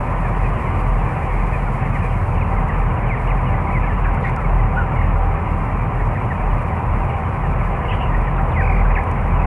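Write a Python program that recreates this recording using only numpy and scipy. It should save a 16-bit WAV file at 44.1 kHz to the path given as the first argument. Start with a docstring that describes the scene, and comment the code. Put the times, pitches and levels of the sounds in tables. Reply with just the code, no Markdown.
"""Closed poultry shed with fans and chickens

Inside the shed, big fans throb as blade tones of nearly equal pitch beat, over hum, whirr and rushing air.
Close to the microphone young chickens peep, cry, squeal and trill: swept whistles, some shaken or dipping.
A few steps away others peep softly, and the distant flock merges into a wash of calls and shaped noise.
A hand scoops dry litter: crumbs patter and a few flakes tick as short bursts of bright noise.
Near calls are dulled above 3 kHz but for a band near 5 kHz; the microphone adds faint hiss and whines."""
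import sys
import numpy as np
from scipy import signal
from scipy.fft import rfft, irfft
from scipy.io import wavfile
from scipy.ndimage import uniform_filter1d

SR = 44100
rng = np.random.default_rng(int(sys.argv[2]) if len(sys.argv) > 2 else 0)


def dump(signal):
    """Clip the signal to [-1, 1] and save it as 16-bit WAV at the path in sys.argv[1]."""
    limited = np.clip(np.atleast_2d(signal).T, -1, 1)
    pcm = np.round(limited * 32767).astype(np.int16)
    wavfile.write(sys.argv[1], SR, pcm)


N = 417186
TIME, BINS = np.arange(N) / SR, np.fft.rfftfreq(N, 1 / SR)  # sample times [s], spectrum bins [Hz]

# All levels are relative; the functions add their own gains.
# blade tones of five fans at nearly the same speed: (pitch [Hz], level [dB])
FAN_BLADES = [(42.935, -23.4), (42.72, -29.5), (41.31, -28.7), (41.025, -36), (38.81, -30.5)]
IN_STEP_S = 4.55  # moment when all blade tones are in phase [s]
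# slow swell of the blade tones: (time [s], level [dB])
BLADE_SWELL = [(0, -1.5), (2.0, -0.5), (2.6, 5.5), (3.2, 1.5), (5.5, -3.5), (6.3, 2), (7, -0.5),
               (7.7, -2.5), (8.2, 0.5), (8.8, 1.5), (9.46, -2.5)]
# spectrum of the air buffeting around the blades: (frequency [Hz], density [dB per Hz])
BUFFET_SPECTRUM = [(12, -30), (30, -19), (38, -7.5), (42, 19), (45, -23), (52, -24), (120, -120)]
HUM_HZ = 82.05  # octave of the blade tones
# hum that comes and goes: (time [s], level [dB])
HUM_SWELL = [(0, -39), (.9, -25), (1.3, -46), (1.9, -27.5), (2.4, -23.5), (2.9, -38.5), (3.8, -24.5),
             (4.4, -30.5), (4.8, -23.5), (5.45, -25), (6, -33), (7.1, -26.5), (7.9, -43), (8.6, -20.5),
             (9, -30), (9.46, -24)]
# two close tones of the motors' whirr: (pitch [Hz], width [Hz], level [dB])
WHIRR_TONES = [(769.5, 26, -38), (790, 20, -40)]
# swell of the whirr: (time [s], level [dB])
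WHIRR_LEVEL = [(0, -2.5), (1.5, 2.5), (2.38, -9), (2.55, 6.5), (2.75, -5.5), (3.4, 2), (4.45, -0.5),
               (4.63, 5.5), (4.85, 0), (5.4, 3), (5.7, -3), (6.8, 0.5), (7.1, 2), (8.5, 1), (8.72, 7.5),
               (9, 3), (9.46, 0.5)]
# tones of fans, motors and housings: (pitch [Hz], width [Hz], level [dB])
HOUSING_TONES = [(100.6, 2.9, -40.5), (118.5, 2, -35), (159.4, 2, -40), (312.2, 10.15, -46),
                 (494, 10, -44.5), (586.3, 6.26, -45.5), (662.5, 8.4, -49.5), (949, 14, -45),
                 (998, 8.02, -43), (1060, 5.5, -48.5), (1056, 14.2, -58), (1203, 7.94, -47),
                 (1317, 16.6, -47), (1479, 24, -51.5), (1540, 4.75, -54)]
# strength of the air stream: (time [s], level [dB])
AIR_STREAM = [(0, -25.5), (2.2, -27), (2.7, -25.5), (4.7, -26), (6.2, -26.5), (8.8, -25)]
# spectrum of the low rumble of moved air: (frequency [Hz], density [dB per Hz])
RUMBLE_SPECTRUM = [(12, -36), (25, -46), (36, -13), (55, -4.5), (75, -1), (100, 0), (132, 0), (165, -5.5),
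                   (195, -8), (240, -12), (290, -20), (400, -50), (700, -91)]
# spectrum of the rush of moved air: (frequency [Hz], density [dB per Hz])
RUSH_SPECTRUM = [(120, -39), (270, -8.5), (338, -7), (370, -3.5), (620, -4), (860, -2.5), (1000, 0.5),
                 (1190, -4), (1380, -11.5), (1600, -14), (2100, -16), (2500, -19), (2900, -33), (3400, -41),
                 (4500, -64)]

# near peeps: (time [s], length [s], middle pitch [Hz], fall [octaves], level [dB])
NEAR_PEEPS = [(0.436, 0.045, 2480, 0.19, -34), (0.666, 0.036, 2045, .12, -33),
              (1.297, .035, 1850, 0.16, -33), (1.362, .028, 2200, .1, -35), (1.526, 0.052, 2430, 0.21, -32),
              (1.665, 0.03, 1415, 0.11, -30), (1.941, 0.043, 1950, 0.36, -29),
              (2.052, .024, 2460, .05, -35), (2.407, 0.032, 2300, .52, -29),
              (2.519, 0.032, 1970, 0.23, -32), (2.56, 0.035, 2090, 0.13, -31),
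              (2.684, 0.032, 1907, 0.43, -26.5), (2.965, .02, 2780, .08, -44),
              (3.031, .024, 2200, .28, -32), (3.168, .05, 2210, 0.19, -34), (3.376, 0.023, 2360, 0.28, -34),
              (3.458, 0.046, 2840, 0.15, -39), (3.51, .02, 1775, .15, -34), (3.536, 0.02, 2010, .2, -29),
              (3.823, 0.026, 2330, 0.29, -32), (3.829, .028, 1730, .05, -30), (3.968, .022, 1930, .15, -38),
              (4.038, 0.03, 2440, 0.33, -33), (4.048, 0.032, 1683, 0.21, -27),
              (4.083, 0.012, 1570, .1, -27), (4.169, .016, 1450, .05, -28), (4.236, 0.026, 1910, 0.16, -23),
              (4.248, 0.038, 2145, 0.019, -29), (4.369, 0.032, 1327, 0.11, -24),
              (4.44, 0.024, 2224, .06, -32), (4.59, .024, 1990, .1, -31), (4.914, .03, 1350, .12, -29),
              (5.156, .026, 1414, .1, -31), (5.995, 0.024, 1830, .2, -30), (6.152, .025, 1880, 0.29, -27.5),
              (6.3, 0.03, 1854, 0.29, -25), (6.495, .05, 2850, 0.25, -46), (7.09, .035, 2780, 0.26, -42.5),
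              (7.245, .025, 3020, .12, -44), (7.428, 0.047, 1814, 0.19, -32.5),
              (7.609, 0.015, 2190, 0.2, -31), (7.849, .02, 2170, 0.25, -29.5),
              (7.905, 0.019, 2600, .05, -30), (8.099, 0.049, 1860, 0.22, -31),
              (8.143, 0.016, 1890, 0.1, -25), (8.267, 0.026, 1870, 0.24, -28),
              (8.363, 0.036, 2650, 0.22, -41), (8.85, 0.02, 1560, .2, -28)]
PEEP_EASE = 0.17  # how much a peep's fall flattens towards its end
# hoarse squeals, mostly near, a few from farther off: (time [s], length [s], pitch [Hz], pitch scatter [Hz],
# level [dB])
HOARSE_SQUEALS = [(2.686, 0.091, 2120, 300, -40.5), (3.814, 0.073, 2360, 180, -41),
                  (4.043, 0.03, 1686, 130, -31), (4.228, 0.095, 2030, 200, -34),
                  (4.362, 0.045, 1410, 110, -35), (7.917, 0.025, 1990, 90, -32.5),
                  (8.134, .028, 2020, 190, -36), (8.895, 0.028, 1990, 171, -33),
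                  (8.985, 0.035, 2020, 150, -35), (7.885, .075, 2890, 200, -39),
                  (7.993, .056, 2764, 160, -38.5), (4.44, 0.041, 2180, 130, -40)]
# closest cries that arch, slide down or swoop, one list each: (time [s], pitch [Hz], level [dB])
NEAR_CRIES = [
    [(3.062, 2950, -42), (3.078, 3050, -48), (3.093, 2650, -41), (3.102, 2370, -29), (3.122, 2110, -26),
     (3.138, 2060, -27), (3.162, 1660, -33)],
    [(3.267, 2150, -29), (3.28, 2870, -41), (3.297, 2850, -42), (3.31, 2390, -28), (3.327, 1730, -27)],
    [(3.706, 2020, -29), (3.732, 2620, -38), (3.743, 2320, -30), (3.768, 2080, -25), (3.785, 1970, -29),
     (3.796, 1660, -32)],
    [(3.868, 2320, -35), (3.882, 2190, -29), (3.897, 1920, -35), (3.909, 1750, -28), (3.932, 1740, -34)],
    [(4.762, 1370, -24), (4.784, 1500, -17.5), (4.808, 1420, -25), (4.835, 1280, -27)],
    [(8.359, 3900, -41), (8.369, 3420, -46), (8.376, 1700, -42), (8.386, 1390, -24), (8.391, 1250, -23),
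     (8.396, 1720, -34), (8.406, 1780, -31)],
    [(8.506, 4350, -32), (8.522, 3500, -43), (8.535, 2930, -46), (8.553, 2440, -37), (8.568, 2080, -26),
     (8.606, 1860, -22), (8.62, 1540, -28), (8.636, 1470, -24)],
    [(8.949, 2860, -33), (8.967, 2120, -22), (8.974, 1750, -21), (8.982, 1675, -24), (8.99, 2110, -25),
     (8.998, 2350, -30)],
    [(8.962, 1500, -33), (8.97, 2050, -28), (8.977, 2700, -30)],
]
# trills near and far: (time [s], length [s], upper pitch [Hz], dip depth [Hz], dip rate [per s],
# level [dB], echo over direct sound [dB])
TRILL_CALLS = [(3.66, 0.06, 2260, 230, 33, -32, -7), (4.949, 0.118, 2200, 320, 36, -31.5, -10),
               (7.872, .062, 3020, 380, 33, -35, -3), (7.914, 0.048, 3230, 330, 48, -36.5, -3),
               (7.982, 0.105, 2930, 300, 45, -40.5, -1), (8.598, .232, 2460, 380, 43.3, -28.8, -12),
               (9.11, .05, 2620, 220, 44, -40, -4), (9.388, .05, 2620, 200, 44, -36, -4)]
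TRILL_SAG, TRILL_DEEPEN = 0.08, 0.65  # shares by which the pitch sinks and the dips deepen over a trill
# tone of the near calls and trills, dulled above 3 kHz, with a bright band near 5 kHz:
# (frequency [Hz], gain [dB])
CALL_TONE = [(2900, 0.5), (3200, -6.5), (3500, -7.5), (4000, -22), (4900, -4), (6000, -42)]

# ticks of falling litter flakes: (time [s], level [dB], lower edge [Hz])
FLAKE_TICKS = [(2.685, -47, 5000), (3.271, -51, 5000), (4.147, -48, 7000), (4.21, -49.1, 7000),
               (4.232, -51, 2500), (4.254, -52, 2500), (4.277, -51, 3000), (4.296, -48, 5000),
               (4.363, -41, 4200), (9.037, -46, 6500), (9.114, -44, 5000)]
# colour of the ticks: (frequency [Hz], gain [dB])
FLAKE_COLOUR = [(1500, -4), (3500, 11), (5500, 9), (8000, 8.5), (10500, 10), (12000, -6), (16000, -33)]
# litter sliding off the palm: (time [s], level [dB])
PALM_RUSTLE = [(4.19, -90), (4.23, -58), (4.26, -56), (4.3, -61), (4.36, -77), (4.42, -90)]
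# colour of that rustle: (frequency [Hz], density [dB per Hz])
PALM_COLOUR = [(1500, -13), (2800, 3), (3600, 9), (5000, -3), (10000, -18), (14000, -35)]

# spectrum of the distant flock: (frequency [Hz], density [dB per Hz])
FLOCK_SPECTRUM = [(1000, -52), (1600, -1.5), (2000, 0.5), (2300, 1), (2600, -5.5), (2900, -8.5),
                  (3200, -17), (3700, -30.5), (5000, -62)]
# the flock settles a little after two seconds: (time [s], level [dB])
FLOCK_SWELL = [(0, -36.5), (2.05, -36), (2.3, -39), (3.8, -38), (4.7, -40), (6.6, -39), (9.46, -38.5)]

# spectrum of the microphone hiss: (frequency [Hz], density [dB per Hz])
HISS_SPECTRUM = [(1500, -17), (4000, -1), (6200, -3.5), (7600, -1.5), (8600, 0.5), (11000, -3), (12200, -9),
                 (13500, -23), (16000, -25)]
# strength of the hiss: (time [s], level [dB])
HISS_SWELL = [(0, -58.5), (2.15, -58.5), (2.6, -62.1), (5.1, -63.5), (5.8, -61.5), (9.46, -63)]
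# thin whines of the microphone: (pitch [Hz], width [Hz], level [dB])
MIC_WHINES = [(7234, 8, -83), (10870, 70, -86), (14500, 50, -87)]
# noise of opposite sign in the two channels: (frequency [Hz], density [dB per Hz])
WIDTH_SPECTRUM = [(30, -3), (86, -11), (200, -18), (300, -1), (730, -6.5), (1250, -3.5), (2170, -1),
                  (2870, -6.5), (3430, -27), (4500, -30)]
EDGE_HZ = 15400  # upper band limit


def fans(buffet_db=-29, rumble_db=-22.0, rush_db=-1.0, gust_db=0.65):
    """Blade tones beat into a throb, with hum, motor tones, and the rumble and rush of driven air."""
    start = rng.random()  # shared phase [turns]
    blades = np.zeros(N)
    for hz, db in FAN_BLADES:
        blades += amp(db) * unit(np.sin(2 * np.pi * (hz * (TIME - IN_STEP_S) + start)))
    throb = follow(BLADE_SWELL) * blades + amp(buffet_db) * noise(BUFFET_SPECTRUM)
    hum = follow(HUM_SWELL) * tones([(HUM_HZ, 3, 0)], flutter=0.13)
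    whirr = follow(WHIRR_LEVEL) * tones(WHIRR_TONES, flutter=0.96)
    housings = unit(follow(AIR_STREAM)) * tones(HOUSING_TONES, flutter=0.78)
    rumble = amp(rumble_db + gust_db * drift(9.1)) * noise(RUMBLE_SPECTRUM)
    rush = amp(rush_db) * follow(AIR_STREAM) * noise(RUSH_SPECTRUM)
    return throb + hum + whirr + housings + rumble + rush


def near_birds(peeps_db=-1.5):
    """The chickens closest to the microphone peep, squeal and cry; a few farther birds squeal hoarsely too."""
    out = np.zeros(N)
    for s, length, hz, fall, db in NEAR_PEEPS:
        add(out, s, amp(db + peeps_db) * peep(length, hz, fall))
    for s, length, hz, scatter_hz, db in HOARSE_SQUEALS:
        add(out, s, amp(db) * squeal(length, hz, scatter_hz))
    for curve in NEAR_CRIES:
        add(out, *cry(curve))
    return colour(out, CALL_TONE)


def peep(length, hz, fall):
    """A short whistle falls through its pitch, quickly at first and then more gently."""
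    u = np.linspace(-.5, .5, max(int(length * SR), 64))
    pitch = hz * 2 ** (fall * (PEEP_EASE * u ** 2 - u))
    return signal.windows.tukey(len(u), .5) * whistle(pitch)


def squeal(length, hz, scatter_hz, shake_hz=330):
    """In a strained call, fast uneven shaking of the pitch breaks the whistle into a band."""
    size = max(int(length * SR), 64)
    band = signal.butter(2, [shake_hz / 2, shake_hz], "band", fs=SR, output="sos")
    shakes = signal.sosfilt(band, rng.standard_normal((2, SR // 4)))
    pitch_shake, level_shake = shakes[:, -size:]  # the end, where the filter has settled
    phase = 2 * np.pi * np.cumsum(hz + scatter_hz * unit(pitch_shake)) / SR
    call = unit((1 + unit(level_shake)) * voice(phase))
    return call * signal.windows.tukey(size, .5)


def cry(curve):
    """A whistle bends in pitch and strength along the curve; returned with its start [s]."""
    s, hz, db = np.transpose(curve)
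    t = np.arange(s[0], s[-1], 1 / SR)
    call = amp(np.interp(t, s, db)) * whistle(np.interp(t, s, hz))
    return s[0], call * signal.windows.tukey(len(t), .2)


def whistle(hz, overtone_db=-22, quaver=0.012, quaver_hz=70):
    """A nearly pure tone follows a pitch line with a slight quaver."""
    t = TIME[:len(hz)]
    hz = hz * (1 + quaver * np.sin(2 * np.pi * (quaver_hz * t + rng.random())))
    phase = 2 * np.pi * np.cumsum(hz) / SR
    overtone = amp(overtone_db) / (1 + (hz / 1500) ** 10)  # fades out on high calls
    return np.sin(phase) + overtone * np.sin(2 * phase)


def voice(phase, overtone_db=-28):
    """A strained voice sounds the note and its octave."""
    return np.sin(phase) + amp(overtone_db) * np.sin(2 * phase)


def trills():
    """Birds trill near and far, blurred by the shed's echoes."""
    direct, echo = np.zeros((2, N))
    for s, length, top_hz, depth_hz, rate, db, echo_db in TRILL_CALLS:
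        call = amp(db) * trill(length, top_hz, depth_hz, rate)
        add(direct, s, call)
        add(echo, s, amp(echo_db) * call)
    return colour(direct + shed(echo), CALL_TONE)


def trill(length, top_hz, depth_hz, rate, dip_db=8.5, jitter=0.011, shimmer_db=1.5, ease_s=.018):
    """A slightly hoarse voice dips sharply in pitch at an even pace, loudest in the dips."""
    u = np.linspace(-.5, .5, int(length * SR))
    knots = np.linspace(-.5, .5, 48)
    shake, shimmer = (np.interp(u, knots, v) for v in rng.standard_normal((2, 48)))
    dip = (1 - abs(np.cos(np.pi * rate * TIME[:len(u)]))) ** 1.4
    top = top_hz * (1 - TRILL_SAG * u + jitter * shake)
    hz = top - depth_hz * (1 + TRILL_DEEPEN * u) * dip
    level = amp(dip_db * (dip - .5) + shimmer_db * shimmer)
    ease = signal.windows.tukey(len(u), 2 * ease_s / length)
    return level * voice(2 * np.pi * np.cumsum(hz) / SR) * ease


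def litter(ticks_db=12, decay_s=0.002, crumbs_per_s=500, spread_db=4):
    """Litter slides off the hand as a patter of crumbs, and single dry flakes land with a tiny snap."""
    t, ticks = np.arange(SR // 50) / SR, np.zeros(N)
    for s, db, edge_hz in FLAKE_TICKS:
        snap = rng.standard_normal(len(t)) * np.exp(-t / decay_s)
        thin = signal.butter(2, edge_hz, "high", fs=SR, output="sos")
        add(ticks, s, amp(db + ticks_db) * signal.sosfilt(thin, snap / np.linalg.norm(snap)))
    landing = rng.random(N) < crumbs_per_s / SR
    weight = amp(spread_db * np.minimum(rng.exponential(1, N), 3))
    crumbs = rng.choice([-1, 1], N) * weight * landing
    rustle = follow(PALM_RUSTLE) * unit(colour(crumbs, PALM_COLOUR))
    return colour(ticks, FLAKE_COLOUR) + rustle


def neighbours(count=150, level_db=-42.0, low_hz=1650, range_hz=1000, length_s=0.0343, fall=0.28,
               echo_db=-7, treble_db=-7, distance_db=5):
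    """Birds a few steps away drop in soft, echoing peeps at random, the higher and farther ones fainter."""
    out = np.zeros(N)
    for when, size, pitch, steep, near in rng.random((count, 5)):
        call = peep(length_s * (.5 + size), low_hz + range_hz * pitch, fall * (.5 + steep))
        level = amp(treble_db * (pitch - .5) + distance_db * (near - .5))
        add(out, when * N / SR, level * call)
    return amp(level_db) * (out + amp(echo_db) * shed(out))


def flock(count=700, calls_db=-5.0, wash_db=-7.5, spread_db=8, low_hz=1720, range_hz=1200):
    """Hundreds of farther birds peep over the wash of noise into which the rest merge."""
    calls = np.zeros(N)
    for when, length, pitch, fall, near in rng.random((count, 5)):
        call = peep(0.0257 + 0.05 * length, low_hz + range_hz * pitch, 0.148 + 0.42 * fall)
        add(calls, when * N / SR, amp(spread_db * near) * call)
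    calls = unit(colour(calls + shed(calls), FLOCK_SPECTRUM))
    return follow(FLOCK_SWELL) * (amp(calls_db) * calls + amp(wash_db) * noise(FLOCK_SPECTRUM))


def shed(x, t60=0.2):
    """Scattered echoes from roof and walls fall by 60 dB in t60 seconds, soaked up by the litter."""
    t = np.arange(SR // 2) / SR
    sparse = (rng.random(len(t)) < .05) * (t > .004)
    taps = rng.standard_normal(len(t)) * sparse * amp(-60 * t / t60)
    return signal.fftconvolve(x, taps / np.linalg.norm(taps))[:N]


def hiss(waver_db=1.4):
    """Faint microphone noise wavers slightly in level."""
    return amp(waver_db * drift(24)) * follow(HISS_SWELL) * noise(HISS_SPECTRUM)


def tones(rows, flutter):
    """Tones waver at random in pitch and strength, faster the wider they are."""
    out, coarse = np.zeros(N), TIME[::64]
    for hz, width, db in rows:
        span = max(int(SR / 64 / width), 1)
        chance = rng.standard_normal((2, len(coarse)))
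        waver, swell = (unit(uniform_filter1d(v, span)) for v in chance)
        turns = np.cumsum(hz + .5 * width * np.interp(TIME, coarse, waver)) / SR
        strength = np.interp(TIME, coarse, 1 + flutter * swell)
        out += amp(db) * unit(strength * np.sin(2 * np.pi * turns))
    return out


def noise(points):
    """Noise of rms 1 with the given spectrum."""
    return unit(colour(rng.standard_normal(N), points))


def drift(rate):
    """Slow chance of rms 1, moving up to about rate times a second."""
    return unit(irfft(rfft(rng.standard_normal(N)) * np.exp(-(BINS / rate) ** 2), N))


def colour(x, points):
    """Filters by a spectrum of rows (frequency [Hz], level [dB])."""
    hz, db = np.transpose(points)
    gain = amp(np.interp(np.log(BINS + 1), np.log(hz), db))
    return irfft(rfft(x) * gain, N)


def follow(curve):
    """Gain at every sample from rows (time [s], level [dB])."""
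    return amp(np.interp(TIME, *np.transpose(curve)))


def amp(db):
    """Decibels to gain."""
    return 10 ** (np.asarray(db) / 20)


def unit(x):
    """Scales to rms 1."""
    return x / np.sqrt(np.mean(x ** 2) + 1e-30)


def add(mix, s, sound):
    """Mixes a sound in at time s [s]."""
    part = mix[max(round(s * SR), 0):][:len(sound)]
    part += sound[:len(part)]


def scene(echo_db=-12):
    """Fans, birds and litter, alike in both channels."""
    birds = near_birds() + neighbours()
    mix = fans() + birds + amp(echo_db) * shed(birds) + trills() + litter() + flock()
    return np.array([mix, mix])


def record(dry, hiss_db=-1, side_db=-55.5, hiss_side_db=-9):
    """The microphone adds hiss, whines and a trace of width; then brief end fades and the band limit."""
    side = amp(side_db) * noise(WIDTH_SPECTRUM) + amp(hiss_db + hiss_side_db) * hiss()
    wet = dry + amp(hiss_db) * hiss() + tones(MIC_WHINES, flutter=.5)
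    wet = wet + np.array([[1], [-1]]) * side
    wet = wet * signal.windows.tukey(N, .0012)
    lowpass = signal.firwin(511, EDGE_HZ, window=("kaiser", 9), fs=SR)
    return signal.oaconvolve(wet, lowpass[None], "same")


dry = scene()
out = record(dry)
dump(out)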